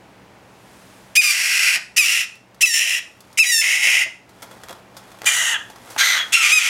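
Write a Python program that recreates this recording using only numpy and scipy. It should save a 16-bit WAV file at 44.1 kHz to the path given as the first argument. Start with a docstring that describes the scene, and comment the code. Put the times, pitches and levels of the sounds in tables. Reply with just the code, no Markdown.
"""Indoors, close to a cardboard box of jackdaw chicks, on one microphone. They beg from a hand with
seven loud squawks: each cracks open, locks briefly into a whistle or a buzz, then breaks into a
chaotic rasp. The chicks shuffle on paper bedding, clop their beaks and bump the box; clothes swish
over a low hum. The recorder's gain control clamps down on the squawks, then lets the room swell back."""
import sys
import numpy as np
from scipy import signal
from scipy.fft import rfft, irfft
from scipy.io import wavfile
from scipy.ndimage import uniform_filter1d, minimum_filter1d, map_coordinates

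SR = 44100
rng = np.random.default_rng(int(sys.argv[2]) if len(sys.argv) > 2 else 0)


def int16_out(signal):
    """Quantize to a 16-bit WAV file."""
    q = np.round(np.clip(np.atleast_2d(signal).T, -1, 1) * 32767)
    wavfile.write(sys.argv[1], SR, q.astype(np.int16))


N = 295029
TIME = np.arange(N) / SR
FREQS = np.fft.rfftfreq(4096, 1 / SR)
SPLIT_HZ = 3500  # a sound's core lies below this, its treble above


def chicks():
    """Seven begging squawks, each through its own shape of throat and open beak."""
    # Each row: start and end in seconds, effort in dB, opening swell in dB, effort drift in dB/s,
    # treble against core in dB, its drift in dB/s, fade in seconds, throat lift and sag as fractions.
    calls = [(1.152, 1.785, -10.5, 15, -1.5, -0.5, -6, 0.012, .12, 0.04),
             (1.962, 2.258, -4.5, 17.5, -23.5, -3, -5.5, 0.025, 0, 0.01),
             (2.607, 3.005, -8.5, 15, -10, -1.15, -12, 0.016, 0.04, 0.03),
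             (3.373, 4.055, -11, 13.5, 2, -4, -7, 0.018, 0.05, 0.04),
             (5.254, 5.578, -15, 14.5, -11.5, -.6, -27, 0.017, .01, .09),
             (5.976, 6.25, -14, 21.5, -11, -3.4, -17, 0.019, 0.04, 0.07),
             (6.321, 6.72, -10.5, 15.5, 15.5, -4.5, 0.5, 0.013, 0.06, 0.01)]
    # One list of resonances a squawk. Each row: centre in Hz, width in Hz, relative level in dB.
    throats = [
        [(645, 170, -27.5), (1600, 240, -7.5), (2043, 190, 0), (2580, 496, 1.2), (5070, 1500, -9.5),
         (5540, 390, -8), (6790, 290, -10.5), (8050, 1270, -12.5), (10220, 990, -15), (12700, 2100, -21)],
        [(645, 140, -35.5), (1370, 120, -24), (1990, 306, -11.5), (2690, 390, -4.5), (3900, 1000, -17.5),
         (5580, 950, -8.5), (7120, 480, -12), (8360, 1000, -14.5), (10110, 1300, -16.5), (12800, 2500, -22)],
        [(610, 180, -32.5), (1966, 216, -11.5), (2750, 516, -7.5), (3960, 350, -14.5), (5640, 770, -5.5),
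         (7120, 650, -9.5), (8420, 840, -14), (10000, 2100, -15), (13710, 2400, -24)],
        [(663, 330, -29), (1440, 70, -22.5), (2104, 230, -0.9), (2650, 550, -3.5), (3830, 170, -15),
         (5440, 890, -11.5), (6830, 970, -13.5), (8450, 510, -17.5), (9550, 1470, -17.5), (12900, 2300, -26)],
        [(730, 293, -20), (1520, 370, -10), (1942, 266, -5.2), (2980, 340, -2), (3800, 850, -9.5),
         (4630, 140, -9), (6620, 1170, -0.5), (7850, 500, -8), (9100, 2050, -7), (13100, 1600, -16.5)],
        [(682, 210, -23.5), (1460, 260, -9.5), (2030, 470, -6.5), (3680, 1070, -9), (4370, 220, -16),
         (6070, 890, -11), (7400, 1840, -23), (9030, 580, -19), (12500, 770, -21.5), (14520, 2790, -37)],
        [(729, 230, -34), (1400, 184, -6), (2454, 566, 4.5), (3150, 440, -3), (3860, 520, -14),
         (4730, 880, -15.5), (5950, 1100, -10.5), (6640, 2700, -11.5), (9100, 3700, -18), (12030, 580, -24)],
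    ]
    out = np.zeros(N)
    for call, throat in zip(calls, throats):
        add(out, call[0], squawk(throat, *call))
    return out


def squawk(throat, start, end, db, swell_db, drift, bright_db, bright_drift, fade, lift, sag):
    """Effort swells, drifts and fades while the syrinx slips between locked and chaotic states."""
    # The chick pushes or falters. Each row: centre and half width in seconds, change of effort in dB.
    surges = [(1.68, .04, 1), (2.071, 0.037, -2.1), (2.865, 0.029, -2.5), (3.796, 0.032, -5.5),
              (3.92, 0.059, 1.5)]
    swell_s, attack_s, release_s = 0.013, 0.0016, 0.011
    t = np.arange(start, end, 1 / SR)
    age, left = t - start, end - t
    fading = np.exp(-left / fade)
    effort = db - swell_db * np.exp(-age / swell_s) + drift * age - 17.5 * fading
    effort += sum(push_db * np.exp(-((t - s) / width) ** 2) for s, width, push_db in surges)
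    crack_db = 9 * np.exp(-age / 0.038)  # extra treble as the beak snaps open
    bright = bright_db + bright_drift * age + crack_db - 7.5 * fading  # the treble fades first
    tension = 1 + lift * np.exp(-age / 0.09) - sag * np.exp(-left / 0.045)  # starts tight, ends slack
    hz, rough, fundamental_db, core_db, treble_db = syrinx(t)
    tone = locked_tone(t, throat, hz, rough, fundamental_db)
    core, treble = np.sqrt(1 - rough ** 2) * tone + rough * rasp(t, throat, tension)
    treble *= 1 - np.exp(-age / 0.0058)  # the pulses sharpen as pressure builds
    gate = np.clip(age / attack_s, 0, 1) * np.clip(left / release_s, 0, 1)
    return gate * amp(effort) * (amp(core_db) * core + amp(bright + treble_db) * treble)


def syrinx(t, lock_s=0.01):
    """Pitch, roughness and three levels of the voice: a free rasp, except in whistles and buzzes."""
    # Each row: start and end in seconds, top pitch in Hz, droop of the ends and roughness from 0 to 1,
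    # then boosts of fundamental, core and treble in dB.
    whistles = [(1.169, 1.214, 1253, .05, 0.01, -9, 9, -1.5), (1.983, 2.01, 1289, 0.04, 0.25, -3, 4, -2),
                (2.629, 2.657, 1339, .07, 0, 2, 8.5, -4.5), (3.389, 3.436, 1330, .11, 0, -6, 8, 0.5),
                (5.266, 5.295, 1212, 0.03, 0.58, -25, 6.5, 0), (6.008, 6.035, 809, 0.05, 0.58, -13, 4, 1),
                (6.342, 6.363, 1363, 0, 0.5, -26, 5.5, -2), (6.52, 6.592, 1275, .06, 0.27, 0.5, 6, 4.5)]
    # Each row: start and end in seconds, first and last pitch in Hz, then roughness and boosts as above.
    buzzes = [(1.235, 1.324, 1241, 1161, 0.61, 13, 3, 4.5), (2.008, 2.046, 1219, 1125, 0.43, 9.5, -.5, -2),
              (2.662, 2.735, 1010, 896, 0.3, -5, -5.5, 1), (2.733, 2.797, 911.4, 897, 0.76, -13, 0.5, 5),
              (3.46, 3.516, 970, 982, 0.26, -2, -1, 6), (3.517, 3.615, 936, 878, 0.07, -16, -3, 8.5),
              (5.335, 5.539, 977, 923, 0.84, 8.5, -.5, 2), (5.54, 5.578, 891, 746, 0.58, -3, 4.6, -4),
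              (6.04, 6.148, 1033, 992, .85, -8, 0, 3.5), (6.19, 6.244, 1692, 1638, 0.63, -25, -0.8, -5.5),
              (6.366, 6.426, 1376, 1306, 0.65, 11.5, 1.3, -2.7),
              (6.428, 6.475, 1229, 1186, 0.81, 14, 2.5, 1)]
    locks = []
    for start, end, top_hz, droop, *tone in whistles:
        progress = np.clip((t - start) / (end - start), 0, 1)
        arch = np.sin(np.pi * progress ** 0.7)  # rises faster than it falls
        locks.append((window(t, start, end, lock_s), top_hz * (1 - droop * (1 - arch)), tone))
    for start, end, first_hz, last_hz, *tone in buzzes:
        glide = np.clip((end - t) / (end - start), 0, 1) ** 1.3  # levels off
        locks.append((window(t, start, end, lock_s), last_hz + (first_hz - last_hz) * glide, tone))
    shares, pitches, tones = map(np.array, zip(*locks))
    hz = np.average(pitches, axis=0, weights=shares + 1e-9)
    rough, *levels = tones.T @ shares
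    return hz, np.clip(rough + 1 - shares.sum(0), 0, 1), *levels


def locked_tone(t, throat, hz, rough, fundamental_db, odd_db=-4, second_db=5):
    """Periodic syrinx, as core and treble: strong and weak pulses alternate, so even harmonics lead."""
    jitter = (0.0044 + 0.0205 * rough ** 2) * wander(len(t), 383)
    phase = 2 * np.pi * np.cumsum(hz * (1 + jitter)) / SR
    k = np.arange(1, 19)[:, None]
    partials = np.sqrt(2) * np.sin(k * phase + 2 * np.pi * rng.random(k.shape))
    partials *= 1 + 0.16 * wander(len(t), 180)  # shimmer
    source_db = odd_db * (k % 2) + fundamental_db * (k == 1) + second_db * (k == 2)
    height = throat_gain(throat, k * hz) * amp(source_db) * (k * hz < SR / 2)
    sides = height * (k * hz < SPLIT_HZ), height * (k * hz >= SPLIT_HZ)
    return np.array([(h * partials).sum(0) / np.sqrt((h ** 2).sum(0) + 1e-12) for h in sides])


def rasp(t, throat, tension, pulse_hz=900, jitter=0.3, uneven_db=2, hiss=0.89):
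    """Chaotic syrinx: uneven pulses, each with a puff of air, ring the throat's resonances."""
    count = 2 * len(t)
    turns = np.cumsum(pulse_hz * np.exp(jitter * wander(count, 700))) / SR
    pulses = np.diff(np.floor(turns), prepend=0) * amp(uneven_db * rng.standard_normal(count))
    puffs = np.exp(-(turns % 1)) * rng.standard_normal(count)
    flutter = amp(wander(count, 170))
    drive = (unit(pulses - pulses.mean()) + hiss * unit(puffs)) * flutter
    voice = colour(drive, 20 * np.log10(throat_gain(throat, FREQS)))
    # a tenser throat runs faster, which lifts all its resonances together
    return bands(map_coordinates(voice, [np.cumsum(tension)], order=5))


def throat_gain(throat, f, cut_hz=430):
    """Gain of the throat's resonances at the frequencies f; a small beak radiates no bass."""
    power = sum(amp(db) ** 2 / (1 + ((f - hz) / width) ** 2) ** 3 for hz, width, db in throat)
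    return np.sqrt(power * f ** 6 / (f ** 6 + cut_hz ** 6) + 1e-9)


def bedding_and_beaks(rise_s=0.00066, crackles_per_s=4000):
    """Paper snaps and crackles underfoot, plus two low beak clops just before squawks."""
    # Each row: start in seconds, relative level in dB, treble boost in dB, decay in seconds.
    # The clops are the dull rows at 5.234 and 5.963 s.
    snaps_and_clops = [(2.354, -36, 1, 0.0058), (2.545, -39, 0.5, 0.0043), (3.205, -41.5, 9, 0.0066),
                       (3.328, -43.5, 4.5, 0.0078), (4.292, -41, -1, 0.0097), (4.421, -32, 0, 0.013),
                       (4.426, -23.5, -8, 0.0099), (4.511, -31.5, -8.5, 0.01), (4.635, -26.5, -7, 0.0064),
                       (4.685, -24, -7, 0.0028), (4.693, -23.5, -9, 0.006), (4.707, -27.5, -6, 0.0068),
                       (4.727, -25, -4, 0.003), (4.967, -32, -1, 0.014), (5.117, -37, -3, 0.006),
                       (5.187, -33, -11, 0.0052), (5.218, -13.5, -10, 0.0017), (5.234, -21, -18, 0.0035),
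                       (5.243, -24, -5, 0.0075), (5.7, -29.5, -8.5, 0.0085), (5.759, -29, -10, 0.0063),
                       (5.902, -38, 4, 0.022), (5.963, -16, -18, 0.0053)]
    # The paper's spectrum, shared by the clops. Each row: frequency in Hz, relative level in dB.
    paper = [(120, -40), (200, -8.5), (467, -3), (963, -1.5), (1430, -3), (2800, -13.5), (3410, -8),
             (3730, -13), (4550, -12.5), (9380, -16), (11900, -17), (15000, -25.5)]
    # Spells of shuffling. Each row: start and end in seconds, level in dB.
    shuffles = [(2.944, 3.416, -54), (4.31, 4.802, -52), (4.947, 5.807, -51.5), (5.837, 6.683, -44)]
    paper_db = read(paper, FREQS)
    out, t = np.zeros(N), np.arange(SR // 8) / SR
    for s, db, treble_db, decay_s in snaps_and_clops:
        core, treble = bands(colour(rng.standard_normal(len(t)), paper_db))
        shape = np.minimum(t / rise_s, 1) * np.exp(-t / decay_s)
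        add(out, s, amp(db - 8) * shape * (core + amp(treble_db + 3.5) * treble))
    crackles = rng.standard_normal(N) * (rng.random(N) < crackles_per_s / SR)
    shuffling = sum(amp(db) * window(TIME, start, end, ramp=0.14) for start, end, db in shuffles)
    return out + shuffling * unit(colour(crackles, paper_db))


def box(push_s=0.0066):
    """Short scuffing pushes ring the cardboard's dull modes."""
    # Each row: start in seconds, peak level at the box in dB.
    bumps = [(1.397, -27.5), (1.76, -24), (3.865, -22.5), (4.057, -27.5), (4.425, -38), (4.525, -45),
             (4.641, -45), (4.697, -29), (4.784, -44), (4.945, -42), (5.14, -41), (5.963, -47), (6.5, -29)]
    # Each row: frequency in Hz, relative level in dB, seconds to fall 60 dB.
    modes = [(88, -23, 0.23), (125, -25, 0.14), (215, -5.5, 0.044), (353, -3, 0.047), (552, -7.5, 0.048),
             (657, 6.5, 0.024), (940, -20, .05)]
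    out, t = np.zeros(N), np.arange(SR // 5) / SR
    ring = sum(amp(db - 60 * t / t60) * np.cos(2 * np.pi * hz * t) for hz, db, t60 in modes)
    for s, db in bumps:
        scuff = t / push_s * np.exp(-t / push_s) * rng.standard_normal(len(t))
        bump = signal.fftconvolve(scuff, ring)[:len(t)]
        add(out, s, amp(db) * bump / abs(bump).max())
    return out


def clothes():
    """Cloth swishes as the arm reaches in."""
    # The cloth's spectrum. Each row: frequency in Hz, relative level in dB.
    cloth = [(100, -37), (1500, -8.5), (4000, -13.5), (7000, -14.5), (11000, -16.5), (15000, -26)]
    # Each row: centre and half width in seconds, level in dB.
    reaches = [(.88, 0.34, -53), (6.1, 0.24, -45)]
    motion = sum(amp(db) * np.exp(-((TIME - s) / width) ** 2) for s, width, db in reaches)
    return motion * unit(colour(rng.standard_normal(N), read(cloth, FREQS)))


def room_tone(air_db=-48.5, hum_db=-55, waver_hz=1.27):
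    """Steady room air with a low, wavering hum."""
    # The air's spectrum and the hum's tones. Each row: frequency in Hz, relative level in dB.
    air_spectrum = [(10, -52.5), (25, -23.5), (50, -6.5), (100, -1.5), (160, -3.5), (230, -0.5), (420, -3),
                    (900, -3.5), (1200, -8.5), (2500, -12.5), (3800, -19.5), (6400, -24), (16000, -35)]
    hum_tones = [(120, -4.5), (189, -4.5)]
    out = amp(air_db) * unit(colour(rng.standard_normal(N), read(air_spectrum, FREQS)))
    for hz, db in hum_tones:
        phase = 2 * np.pi * np.cumsum(hz + waver_hz * wander(N, 10)) / SR
        out += amp(hum_db + db) * np.sqrt(2) * np.sin(phase)
    return out


def room(x, build_s=0.0026):
    """The path to the microphone: direct sound, close echoes and a short diffuse tail."""
    # Each row: frequency in Hz, seconds for the tail to fall 60 dB.
    decay_times = [(200, 0.17), (1000, 0.38), (2500, 0.32), (6000, 0.34), (10000, 0.37), (16000, 0.22)]
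    # Each row: frequency in Hz, relative level of the tail in dB.
    tail_levels = [(200, -26.5), (1000, -3.5), (2500, -9), (4500, -7.5), (9000, -14.5), (16000, -17)]
    # Off the box flaps and the table. Each row: delay in seconds, gain.
    echoes = [(.0015, 0.074), (.0037, 0.04), (.0069, 0.11), (.0075, 0.076), (0.0099, -.09), (0.0152, 0.19)]
    hz, t, noise = signal.stft(rng.standard_normal(SR), SR, nperseg=256)
    t60 = read(decay_times, hz)[:, None]
    fade = amp(-60 * t / t60) * (1 - np.exp(-t / build_s))
    fade *= amp(read(tail_levels, hz))[:, None] / np.sqrt(SR * np.mean(fade ** 2, 1, keepdims=True))
    response = signal.istft(noise * fade, SR, nperseg=256)[1]
    for s, gain in [(0, 1), *echoes]:
        add(response, s, np.array([gain]))
    return signal.fftconvolve(x, response)[:N]


def gain_control(x, threshold_db=-15.5, ratio=5.4, attack_s=0.012, recover_db_per_s=15.5):
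    """The recorder turns a loud sound down quickly and recovers slowly."""
    level_db = 10 * np.log10(abs(uniform_filter1d(x[0] ** 2, size=660)) + 1e-12)
    excess_db = np.maximum(level_db - threshold_db, 0) * (1 - 1 / ratio)
    recovery = recover_db_per_s * TIME
    held_db = np.maximum.accumulate(excess_db + recovery) - recovery
    keep = np.exp(-1 / (attack_s * SR))
    return x * amp(-signal.lfilter([1 - keep], [1, -keep], held_db))


def amp(db):
    """Decibels to gain."""
    return 10 ** (np.asarray(db) / 20)


def unit(x):
    """Scales to rms 1."""
    return x / np.sqrt(np.mean(x ** 2) + 1e-20)


def read(points, hz):
    """Interpolates a table on a log-frequency axis."""
    f, value = np.transpose(points)
    return np.interp(np.log(hz + 1), np.log(f + 1), value)


def add(mix, s, sound):
    """Mixes a sound in at s seconds."""
    part = mix[max(round(s * SR), 0):][:len(sound)]
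    part += sound[:len(part)]


def colour(x, db):
    """Causal filter with the gain db at FREQS."""
    log_gain = np.log(amp(np.r_[db, db[-2:0:-1]]))
    taps = np.fft.ifft(np.exp(np.conj(signal.hilbert(log_gain)))).real
    return signal.fftconvolve(x, taps[:len(FREQS)])[:len(x)]


def wander(count, hz):
    """Smooth random motion of rms 1, up to about hz."""
    f = np.fft.rfftfreq(count, 1 / SR)
    return unit(irfft(rfft(rng.standard_normal(count)) * np.exp(-(f / hz) ** 2) * (f > 0), count))


def bands(x):
    """The core and the treble of a sound, each at rms 1."""
    low = 1 / (1 + (np.fft.rfftfreq(len(x), 1 / SR) / SPLIT_HZ) ** 16)
    core = irfft(rfft(x) * low, len(x))
    return np.array([unit(core), unit(x - core)])


def window(t, start, end, ramp):
    """1 between start and end, with straight ramps across the edges."""
    return np.clip(0.5 + np.minimum(t - start, end - t) / ramp, 0, 1)


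def scene():
    """Chicks, bedding and box in the room, with clothes and room tone, in mono."""
    return (room(chicks() + bedding_and_beaks() + box()) + clothes() + room_tone())[None]


def record(dry, ceiling=0.93, edge_hz=16050):
    """The recorder: gain control, a fast peak limiter, then the band limit."""
    levelled = gain_control(dry)
    headroom = np.minimum(1, ceiling / (abs(levelled) + 1e-9))
    gain = uniform_filter1d(minimum_filter1d(headroom, size=181), size=181)
    lowpass = signal.firwin(301, edge_hz, window=("kaiser", 9), fs=SR)
    return signal.oaconvolve(levelled * gain, lowpass[None], "same")


dry = scene()
out = record(dry)
int16_out(out)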